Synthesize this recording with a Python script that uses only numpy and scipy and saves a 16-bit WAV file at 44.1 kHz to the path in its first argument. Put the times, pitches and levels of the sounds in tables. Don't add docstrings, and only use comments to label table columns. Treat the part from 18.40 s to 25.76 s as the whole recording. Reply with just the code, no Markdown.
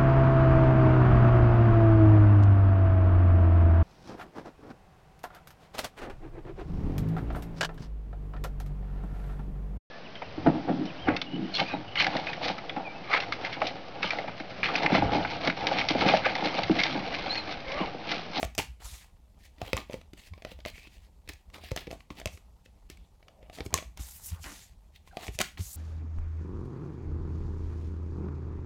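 import sys
import numpy as np
from scipy import signal
from scipy.io import wavfile
from scipy.ndimage import uniform_filter1d

SR = 44100
rng = np.random.default_rng(int(sys.argv[2]) if len(sys.argv) > 2 else 0)


def amplitude_ratio(level_db):
    exponent = np.asarray(level_db, float) / 20
    return 10 ** exponent


def wav_record(signal):
    frames = np.transpose(np.atleast_2d(signal))
    bounded = np.clip(frames, -1, 1)
    quanta = np.round(bounded * 32767).astype(np.int16)
    wavfile.write(sys.argv[1], SR, quanta)


N = 324576


def evened(x):
    return x / np.sqrt(np.mean(x ** 2) + 1e-20)


def peaked(x):
    return x / (abs(x).max() + 1e-20)


def read(points, hz):
    f, value = np.transpose(points)
    return np.interp(np.log(hz + 1), np.log(f + 1), value)


def add(mix, s, sound):
    at = round(s * SR)
    part = mix[max(at, 0):][:len(sound) + min(at, 0)]
    part += sound[max(-at, 0):][:len(part)]


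def causal(points, size=512):
    half = np.log(amplitude_ratio(read(points, np.fft.rfftfreq(size, 1 / SR))))
    full = np.concatenate([half, half[-2:0:-1]])
    return np.fft.ifft(np.exp(np.conj(signal.hilbert(full)))).real[:size // 2]


def ring(modes, t, hz):
    return sum(amplitude_ratio(db - 60 * t / t60) * np.sin(2 * np.pi * k * hz * t) for k, db, t60 in modes)


def hiss(points, patchy_db, size, moving_db=lambda hz, t: 0):
    hop = size // 4
    hz = np.fft.rfftfreq(size, 1 / SR)
    a, b, patches = rng.standard_normal((N // hop + 5, len(hz), 3)).T
    patches = uniform_filter1d(patches, size // 40, 0)
    patches = evened(uniform_filter1d(patches, 4096 // size, 1))
    t = np.arange(a.shape[1]) * hop / SR
    colour = amplitude_ratio(read(points, hz)[:, None] + moving_db(hz[:, None] + 1, t))
    colour = colour / np.sqrt(np.mean(colour ** 2, 0))
    z = (a + 1j * b) * colour * amplitude_ratio(patchy_db * patches)
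    return evened(signal.istft(z, nperseg=size, noverlap=size - hop)[1][:N])


# frequency in Hz, relative level in dB per Hz.
AIR = [(12, -22.5), (20, 0), (71, -2), (114, -23.5), (179, -15.5), (244, -28), (297, -34), (616, -35.5),
       (863, -31), (1140, -45.5), (1690, -57), (2370, -51.5), (4410, -48.5), (14700, -54), (16500, -71.5)]
AIR_DB = -53.5


def room_tone():
    return amplitude_ratio(AIR_DB) * hiss(AIR, 2.2, size=2048)


# start, peak and end in seconds,
# then the level at the peak of scrape, fizz and murmur in dB.
STROKES = [(-.1, 0.051, 0.055, -50, -48, -54), (.178, 0.191, .26, -36, -40, -56),
           (.98, .995, 1.04, -68, -70, -72.5), (1.0, 1.054, 1.11, -60, -64, -72),
           (1.167, 1.257, 1.4, -49, -57.5, -49), (1.35, 1.377, 1.44, -44, -61, -41.5),
           (1.46, 1.529, 1.62, -57, -62, -53), (1.76, 1.782, 1.9, -57.5, -62, -62),
           (1.76, 1.874, 1.905, -57.5, -61.5, -70), (1.92, 1.979, 2.04, -65.5, -78, -66),
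           (2.04, 2.124, 2.155, -52, -66.5, -59), (2.15, 2.2, 2.24, -68, -73, -68),
           (2.253, 2.284, 2.31, -41.5, -55.5, -57), (2.29, 2.364, 2.55, -59.5, -63, -69),
           (2.36, 2.47, 2.485, -57.5, -79.5, -68), (2.472, 2.546, 2.64, -60.5, -66, -73),
           (2.568, 2.646, 2.7, -65.5, -71.5, -76), (2.884, 2.892, 2.92, -42, -67, -54),
           (2.885, 2.92, 3.02, -60, -71.5, -68), (3.128, 3.143, 3.25, -53.5, -59, -52),
           (3.193, 3.254, 3.37, -47.5, -57.5, -54.5), (3.36, 3.373, 3.472, -44.5, -65.5, -48.5),
           (3.482, 3.521, 3.596, -60.5, -62, -51), (3.569, 3.608, 3.64, -70, -69.5, -72),
           (3.697, 3.71, 3.77, -62, -68, -62), (3.74, 3.791, 3.83, -48.5, -55.5, -51.5),
           (3.84, 3.865, 3.92, -75, -72.5, -52), (3.88, 3.933, 4.023, -66.5, -59.5, -65),
           (4.24, 4.258, 4.28, -68, -70, -80.5), (4.491, 4.504, 4.56, -54.5, -66.5, -62),
           (5.118, 5.151, 5.22, -51, -54, -62), (5.156, 5.2, 5.25, -60.5, -64, -45),
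           (5.221, 5.257, 5.29, -81.5, -57, -58), (5.296, 5.332, 5.348, -81, -73.5, -46),
           (5.34, 5.349, 5.45, -45.5, -66, -68), (6.53, 6.566, 6.583, -56.5, -64.5, -80.5),
           (6.653, 6.679, 6.72, -61.5, -65, -73), (6.72, 6.835, 6.9, -51, -56.5, -53.5),
           (6.8, 6.874, 6.9, -54, -50.5, -58), (6.901, 6.953, 6.975, -55.5, -52.5, -68),
           (6.99, 7.011, 7.03, -33, -37.5, -30.5), (7.009, 7.027, 7.13, -45, -52.5, -62)]
STROKE_FADE_DB = 24
STROKE_ROUND = 1.28
# dB per octave, more dB per octave for each dB of fizz over scrape.
STROKE_TILT = (-1.1, .3)
# time in seconds,
# level of scrape, fizz and murmur in dB, tilt of the fizz in dB per octave.
SLIDES = [
    [(.397, -75, -89, -72, 0), (.405, -58, -66.5, -56.5, -2), (.451, -58.5, -50.5, -59.5, -1.7),
     (.549, -56, -52.5, -66, -2), (.64, -62.5, -64, -71.5, -2), (.715, -83.5, -89.5, -75, -0.5)],
    [(5.563, -84, -94, -79, -3.5), (5.579, -53.5, -69, -51, -4), (5.603, -59.5, -51.5, -63, -1.2),
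     (5.781, -64, -52, -69.5, 8.5), (5.8, -70.5, -60, -64.5, 1), (5.867, -64, -43, -69, 10),
     (5.905, -58.5, -48.5, -64, 2), (5.918, -57.5, -65, -63, 8.5), (5.952, -60, -63, -63, 4),
     (5.982, -75, -74, -59.5, -1), (6.032, -59, -51.5, -77, 1), (6.041, -50.5, -50.5, -48, -2),
     (6.236, -64, -55.5, -80, -2.5), (6.342, -77.5, -84, -76, -2)],
    [(7.173, -70, -86, -73, -6), (7.18, -48.5, -50.5, -56, -5.5), (7.242, -65, -49, -69, 2.5),
     (7.359, -68, -47, -68, 8)],
]
# level of scrape, fizz and murmur in dB.
RESTLESS_DB = (-81.5, -84.5, -74.5)
# in the cupped deck in Hz, flat on the table in Hz.
MURMUR_HZ = (640, 1027)


def friction():
    t = np.arange(0, N / SR, .001)
    rows = []
    for start, peak, end, scrape_db, fizz_db, murmur_db in STROKES:
        away = np.maximum((peak - t) / (peak - start), (t - peak) / (end - peak)) ** STROKE_ROUND
        levels = [db - STROKE_FADE_DB * away for db in (scrape_db, fizz_db, murmur_db)]
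        tilt = STROKE_TILT[0] + STROKE_TILT[1] * (fizz_db - scrape_db)
        rows.append(levels + [tilt + 0 * t])
    for slide in SLIDES:
        s, *columns = np.transpose(slide)
        rows.append([np.interp(t, s, c, -200, -200) for c in columns])
    rows = np.array(rows)
    power = amplitude_ratio(2 * rows[:, :3])
    total = power.sum(0) + amplitude_ratio(2 * np.array(RESTLESS_DB))[:, None]
    tilt = (power[:, 1] * rows[:, 3]).sum(0) / total[1]
    on_table = power[len(STROKES):, 2].sum(0) / total[2]
    hollow_hz = MURMUR_HZ[0] + (MURMUR_HZ[1] - MURMUR_HZ[0]) * on_table
    return t, 10 * np.log10(total), tilt, hollow_hz


# frequency in Hz, relative level in dB per Hz.
SCRAPE = [(900, -26), (1300, -31.5), (1800, 0), (2300, -1.5), (3030, -2), (3600, -4), (4600, -5),
          (6500, -19.5)]
# frequency in Hz, relative level in dB per Hz.
FIZZ = [(2500, -18.5), (3600, -3), (4600, -2.5), (6890, 2.5), (10200, -3), (11700, -1.5), (13800, -7.5),
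        (15500, -8.5), (16200, -29), (16800, -50.5)]
# frequency in Hz, relative level in dB per Hz.
MURMUR = [(100, -29.5), (200, 13), (400, -5), (1500, -8), (2200, -14.5)]
MURMUR_OCTAVES = 0.97


def rubbing(grit_db=2.8, fine_grit_db=1.3):
    s, levels_db, tilt, hollow_hz = friction()
    level = amplitude_ratio([np.interp(np.arange(N) / SR, s, db) for db in levels_db])
    grip = evened(uniform_filter1d(rng.standard_normal(N), size=200))
    flutter = evened(amplitude_ratio(grit_db * grip))
    fine_flutter = evened(amplitude_ratio(fine_grit_db * grip))

    def fizz_tilt(hz, t):
        return np.interp(t, s, tilt) * np.log2(hz / 8e3)

    def hollow_hump(hz, t):
        octaves = np.log2(hz / np.interp(t, s, hollow_hz))
        return np.maximum(-6 * (octaves / MURMUR_OCTAVES) ** 2, -30)

    scrape = hiss(SCRAPE, 2.0, size=256) * flutter
    fizz = hiss(FIZZ, 1.9, size=256, moving_db=fizz_tilt) * fine_flutter
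    murmur = hiss(MURMUR, 3.0, size=512, moving_db=hollow_hump) * flutter
    return (level * [scrape, fizz, murmur]).sum(0)


# frequency in Hz, t60 in seconds.
ROOM = [(150, 0.28), (500, 0.14), (1500, 0.28), (3000, 0.27), (6000, 0.24), (12000, 0.3)]
# frequency in Hz, level of the tail in dB.
ROOM_COLOUR = [(200, -5.5), (1000, -9.5), (3000, -10.5), (6000, -10), (12000, -14.5)]
FIRST_WALL_S = 0.0077


def room(x):
    size = SR // 2
    taps = np.zeros(size)
    at = np.arange(200, size - 20, 20)
    taps[at + rng.integers(0, 20, len(at))] = rng.choice([-1., 1.], len(at))
    taps = taps * np.clip(np.arange(size) / SR / FIRST_WALL_S, 0, 1) ** 3
    hz, t, z = signal.stft(taps, SR, nperseg=256)
    z = z * amplitude_ratio(-60 * t / read(ROOM, hz)[:, None])
    tail = signal.istft(z, SR, nperseg=256)[1]
    coloured = signal.istft(z * amplitude_ratio(read(ROOM_COLOUR, hz))[:, None], SR, nperseg=256)[1]
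    return signal.fftconvolve(x, coloured / np.linalg.norm(tail))[:N]


# snap, knock and crack in dB over the scrape,
# before the random spread.
RUSTLE_DB = (1, -5.5, -3)
RUSTLE_SPREAD_DB = 3


def rustle(count=220):
    t, levels_db, *_ = friction()
    when, size, pitch = rng.random((count, 3)).T
    s = when * N / SR
    db = np.interp(s, t, levels_db[0]) - RUSTLE_SPREAD_DB * np.log(size + 0.023)
    snap_db, knock_db, crack_db = np.add.outer(RUSTLE_DB, db)
    return list(zip(s, snap_db, knock_db, 350 * 3 ** pitch, crack_db))


# time in seconds, snap of the card in dB (peak),
# knock of the hollow in dB (peak), pitch of the hollow in Hz, crack of the edge in dB (peak).
TICKS = [(.0296, -16.5, -16, 674, -32), (.0429, -30, -42, 388, -46), (.047, -45, -57, 720, -38),
         (.1506, -39, -44, 830, -37), (.1799, -21, -22.5, 660, -17), (.1838, -17, -48, 296, -20),
         (.1889, -13, -21.5, 407, -21.5), (.1961, -26, -20, 867, -46), (.2008, -20.5, -37, 745, -46),
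         (.4022, -55, -50, 432, -64), (1.1823, -50, -49, 309, -66), (1.2163, -27.5, -22, 707, -37.5),
         (1.3317, -14, -16.5, 529, -24), (1.3679, -25, -24.5, 1112, -23), (1.3765, -20, -29, 1216, -47),
         (1.4978, -43, -27.5, 580, -66), (1.5098, -45, -36, 600, -51), (1.523, -40, -41, 662, -54),
         (1.532, -32, -38, 280, -40), (1.5412, -34.5, -22.5, 524, -43), (1.6134, -45, -47, 682, -56),
         (1.7336, -43, -35.5, 345.5, -49), (1.9362, -40.5, -42.5, 1081, -62),
         (1.9776, -51, -43.5, 565, -66), (2.0217, -38.5, -40, 678, -52), (2.0496, -26.5, -27, 610, -39.5),
         (2.069, -61, -40.5, 726, -67), (2.118, -46, -37, 524, -50), (2.1894, -48, -41.5, 613, -62),
         (2.2034, -44, -65, 658, -65), (2.2516, -23.5, -34, 677, -40), (2.2601, -30, -24.5, 620, -35),
         (2.3, -46, -44, 590, -46), (2.3562, -43, -53, 652, -59), (2.38, -39, -46, 466, -57),
         (2.4715, -44, -43.5, 332, -61), (2.8762, -42, -47, 502, -56), (2.8901, -34, -40, 640, -31.5),
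         (2.8992, -46, -38.5, 406, -64), (2.934, -46, -62, 722, -43), (3.1002, -52, -57, 1102, -59),
         (3.1436, -36, -44, 324, -52), (3.182, -48, -42.5, 601, -58), (3.237, -53, -36.5, 710, -53),
         (3.3102, -37, -45, 326, -47), (3.3161, -30.5, -23, 528, -34), (3.363, -23, -26, 691, -24),
         (3.3751, -21.5, -32.5, 347, -54), (3.4706, -38, -34.5, 417, -51), (3.4768, -48, -27.5, 466, -64),
         (3.5063, -40, -35, 617, -63), (3.5122, -32, -29.5, 651, -39.5), (3.529, -45, -28, 671, -48),
         (3.6052, -43, -51, 1110, -69), (3.7035, -34.5, -34, 1092, -59), (3.707, -47, -30, 315.5, -50.5),
         (3.7995, -39, -39, 619, -38), (3.815, -35, -35, 665, -56), (3.8578, -20, -23, 617, -22),
         (3.8736, -28.5, -38, 713, -35), (3.974, -43, -49, 400, -53), (4.26, -47.5, -49, 518, -58),
         (4.4999, -38.5, -38, 366, -35.5), (4.5716, -52, -65, 1078, -55), (4.8271, -51.5, -50, 667, -82),
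         (4.8828, -42, -48, 730, -56.5), (5.028, -51, -43.5, 522, -66), (5.0983, -41.5, -36.5, 710, -54),
         (5.13, -49, -44, 660, -66), (5.186, -36, -33, 690, -51), (5.2058, -24.5, -26, 453.5, -42),
         (5.2621, -36.5, -28.5, 380, -35), (5.3057, -54, -43, 962, -52), (5.3273, -40, -36, 372, -67),
         (5.3411, -13, -15, 1095, -7), (5.3524, -36, -28.5, 456, -46), (5.366, -57, -33, 983, -47.5),
         (5.3766, -24.5, -41, 370, -26), (5.3861, -25, -31.5, 611, -53), (5.425, -42, -35, 664, -68),
         (5.5738, -41.5, -42.5, 966, -35), (5.5948, -49, -38.5, 296, -49), (6.042, -36, -46, 752, -41),
         (6.5593, -53, -75, 548, -66), (6.675, -47, -45, 1046, -55), (6.7705, -27, -23.5, 716, -35.5),
         (6.833, -39, -43, 686, -49), (6.8674, -34, -37, 750, -39), (6.8816, -26, -34.5, 721, -40),
         (6.8873, -51, -30.5, 424, -49), (6.9891, -18, -25.5, 608, -17), (7.004, -16.5, -21.5, 700, -21),
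         (7.01, -20, -29.5, 1050, -28), (7.0147, -14.5, -41, 1123, -12), (7.174, -37, -47, 305, -61),
         (7.192, -62, -37.5, 378, -43)]
# multiple of its pitch, relative level in dB, t60 in seconds.
HOLLOW = [(1, 10, 0.027), (1.65, -5.5, 0.054), (.62, -17.5, 0.012)]
# frequency in Hz, relative level in dB per Hz.
CARD = [(250, -26), (800, -10.5), (1200, -6), (1600, -6.5), (2100, 1.5), (2480, -1), (2900, -2), (3500, -4),
        (4500, -8), (6500, -21.5), (12000, -55.5)]
# middle pitch in Hz, level in dB against the
# peak of the card's body, t60 in seconds.
CARD_RING = (2480, -13.5, 0.015)
RING_SPREAD = .1
# frequency in Hz, relative level in dB per Hz.
EDGE = [(2000, -43), (3500, -16), (4800, 3), (6000, 12), (7500, 10.5), (10000, 4), (13000, 3), (15800, -6),
        (17000, -38.5)]
CONTACT_T60_S = 0.014


def ticks(first=9.0, hard_db=-17, soft_rise=.001):
    out, t = np.zeros(N), np.arange(2600) / SR
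    card, edge = peaked(causal(CARD)), causal(EDGE)
    card = np.pad(card, (0, len(t) - len(card)))
    ring_hz, ring_db, ring_t60 = CARD_RING
    rows = TICKS + rustle()
    chatter = rng.standard_normal((len(rows), 901))
    for (s, snap_db, knock_db, hz, crack_db), (bend, *noise) in zip(rows, chatter):
        hard = min(amplitude_ratio(.5 * (max(snap_db, crack_db) - hard_db)), 1)
        rise = 1 - (1 - hard) * np.exp(-t[:900] / soft_rise)
        contact = np.concatenate([[-first * hard], noise * rise])
        contact = contact * amplitude_ratio(-60 * t[:901] / CONTACT_T60_S)
        push = -amplitude_ratio(-60 * t * hz / 2) * np.pad(rise, (0, len(t) - len(rise)), "edge")
        bent = card + ring([(np.exp(RING_SPREAD * bend), ring_db, ring_t60)], t, ring_hz)
        snap = peaked(signal.fftconvolve(contact, bent))
        knock = peaked(signal.fftconvolve(push, ring(HOLLOW, t, hz)))
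        crack = peaked(signal.fftconvolve(contact, edge))
        add(out, s, amplitude_ratio(snap_db) * snap)
        add(out, s, amplitude_ratio(knock_db) * knock)
        add(out, s, amplitude_ratio(crack_db) * crack)
    return out


# time of the peak in seconds, level in dB before the hum,
# pitch in Hz, swell time in seconds (its fall; the rise takes 0.6 of it).
THUDS = [(0.051, -29, 67, 0.011), (0.194, -36.5, 73.6, 0.021), (0.299, -37.5, 63.3, 0.025),
         (0.45, -35, 54.6, 0.0092), (0.53, -38.0, 60.4, 0.013), (1.227, -32.5, 94.4, 0.0076),
         (1.268, -43, 64.0, 0.012), (1.344, -26, 78, 0.0086), (1.923, -35.0, 82, 0.015),
         (2.172, -44.5, 64.6, 0.015), (2.89, -38.5, 71, 0.013), (3.236, -42.5, 59.4, 0.015),
         (3.32, -24, 78.6, 0.0046), (3.532, -41.5, 60.0, 0.0076), (3.718, -46, 66.6, 0.013),
         (3.825, -45.5, 61, 0.0095), (3.865, -28, 82.5, 0.0063), (3.946, -40.5, 77.4, 0.013),
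         (5.215, -37, 73, 0.014), (5.265, -33.5, 84.0, 0.0089), (5.344, -29.5, 79.0, 0.016),
         (5.473, -41.5, 60, 0.025), (5.606, -30.5, 64.6, 0.011), (5.929, -27, 80.7, 0.015),
         (6.002, -39.5, 76, 0.019), (6.059, -44, 57.0, 0.018), (6.889, -28.5, 68.4, 0.0067),
         (6.953, -35, 75.0, 0.0048), (7.005, -37, 91, 0.012), (7.207, -25, 86.7, 0.014),
         (7.263, -42, 60.3, 0.018)]
# multiple of the pitch, level in dB.
OVERTONE = (2.1, -15)
# nominal pitch in Hz (the hum sounds 1 % lower),
# strength of the feed in dB, t60 in seconds.
TABLE_RING = (62, -20, 0.28)


def thuds():
    out, t = np.zeros(N), np.arange(SR) / SR
    near = t[:SR // 5] - 1 / 20
    multiple, overtone_db = OVERTONE
    for s, db, hz, swell in THUDS:
        shape = np.exp(-.5 * (near / swell / np.where(near < 0, .6, 1)) ** 2)
        turn = 2 * np.pi * hz * near
        overtone = amplitude_ratio(overtone_db) * shape * np.sin(multiple * turn)
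        add(out, s - 1 / 20, amplitude_ratio(db) * shape * (np.cos(turn) + overtone))
    hum_hz, hum_db, t60 = TABLE_RING
    hum = ring([(0.99, hum_db, t60)], t, hum_hz) * 2 * np.pi * hum_hz / SR
    return out + signal.fftconvolve(out, hum)[:N]


# start and end in seconds,
# start and end pitch in Hz, width of the resonance in Hz, level in dB before fades and grit.
DRAGS = [(2.331, 2.489, 2250, 2610, 450, -57), (3.142, 3.203, 1395, 906, 690, -57),
         (4.51, 4.672, 3570, 3270, 1500, -76.5), (4.836, 5.114, 564, 679, 250, -63.5),
         (5.009, 5.076, 2300, 2510, 1180, -70), (5.921, 5.986, 1300, 1106, 903, -62),
         (6.036, 6.13, 1700, 1400, 1800, -50), (6.04, 6.138, 310.4, 281, 119, -55),
         (6.05, 6.135, 170, 160, 49.7, -56.5), (6.709, 6.738, 1620, 1310, 160, -64),
         (6.725, 6.765, 779, 685, 200, -57), (6.79, 6.88, 760, 700, 300, -58)]


def drags(grit_db=2.5):
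    out, grip = np.zeros(N), evened(uniform_filter1d(rng.standard_normal(N), size=130))
    for start, end, hz0, hz1, width, db in DRAGS:
        noise = rng.standard_normal((SR // 2, 2))[:round((end - start) * SR)] @ [1, 1j]
        r = np.exp(-np.pi * width / SR)
        slow = signal.lfilter([1], [1, -2 * r, r ** 2], noise)
        turn = np.exp(2j * np.pi * np.cumsum(np.linspace(hz0, hz1, len(noise))) / SR)
        rasp = evened((slow * turn).real) * signal.windows.tukey(len(noise), .2)
        add(out, start, amplitude_ratio(db) * rasp)
    return out * evened(amplitude_ratio(grit_db * grip))


def scene():
    cards = ticks() + rubbing() + drags()
    return (cards + room(cards) + thuds() + room_tone())[None]


def roll_off(x):
    return signal.sosfilt(signal.butter(12, 16800, fs=SR, output="sos"), x)


MIC_LOW_HZ = 32


def record(dry):
    low_cut = signal.butter(3, MIC_LOW_HZ, "high", fs=SR, output="sos")
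    return roll_off(signal.sosfilt(low_cut, dry))


dry = scene()
out = record(dry)
wav_record(out)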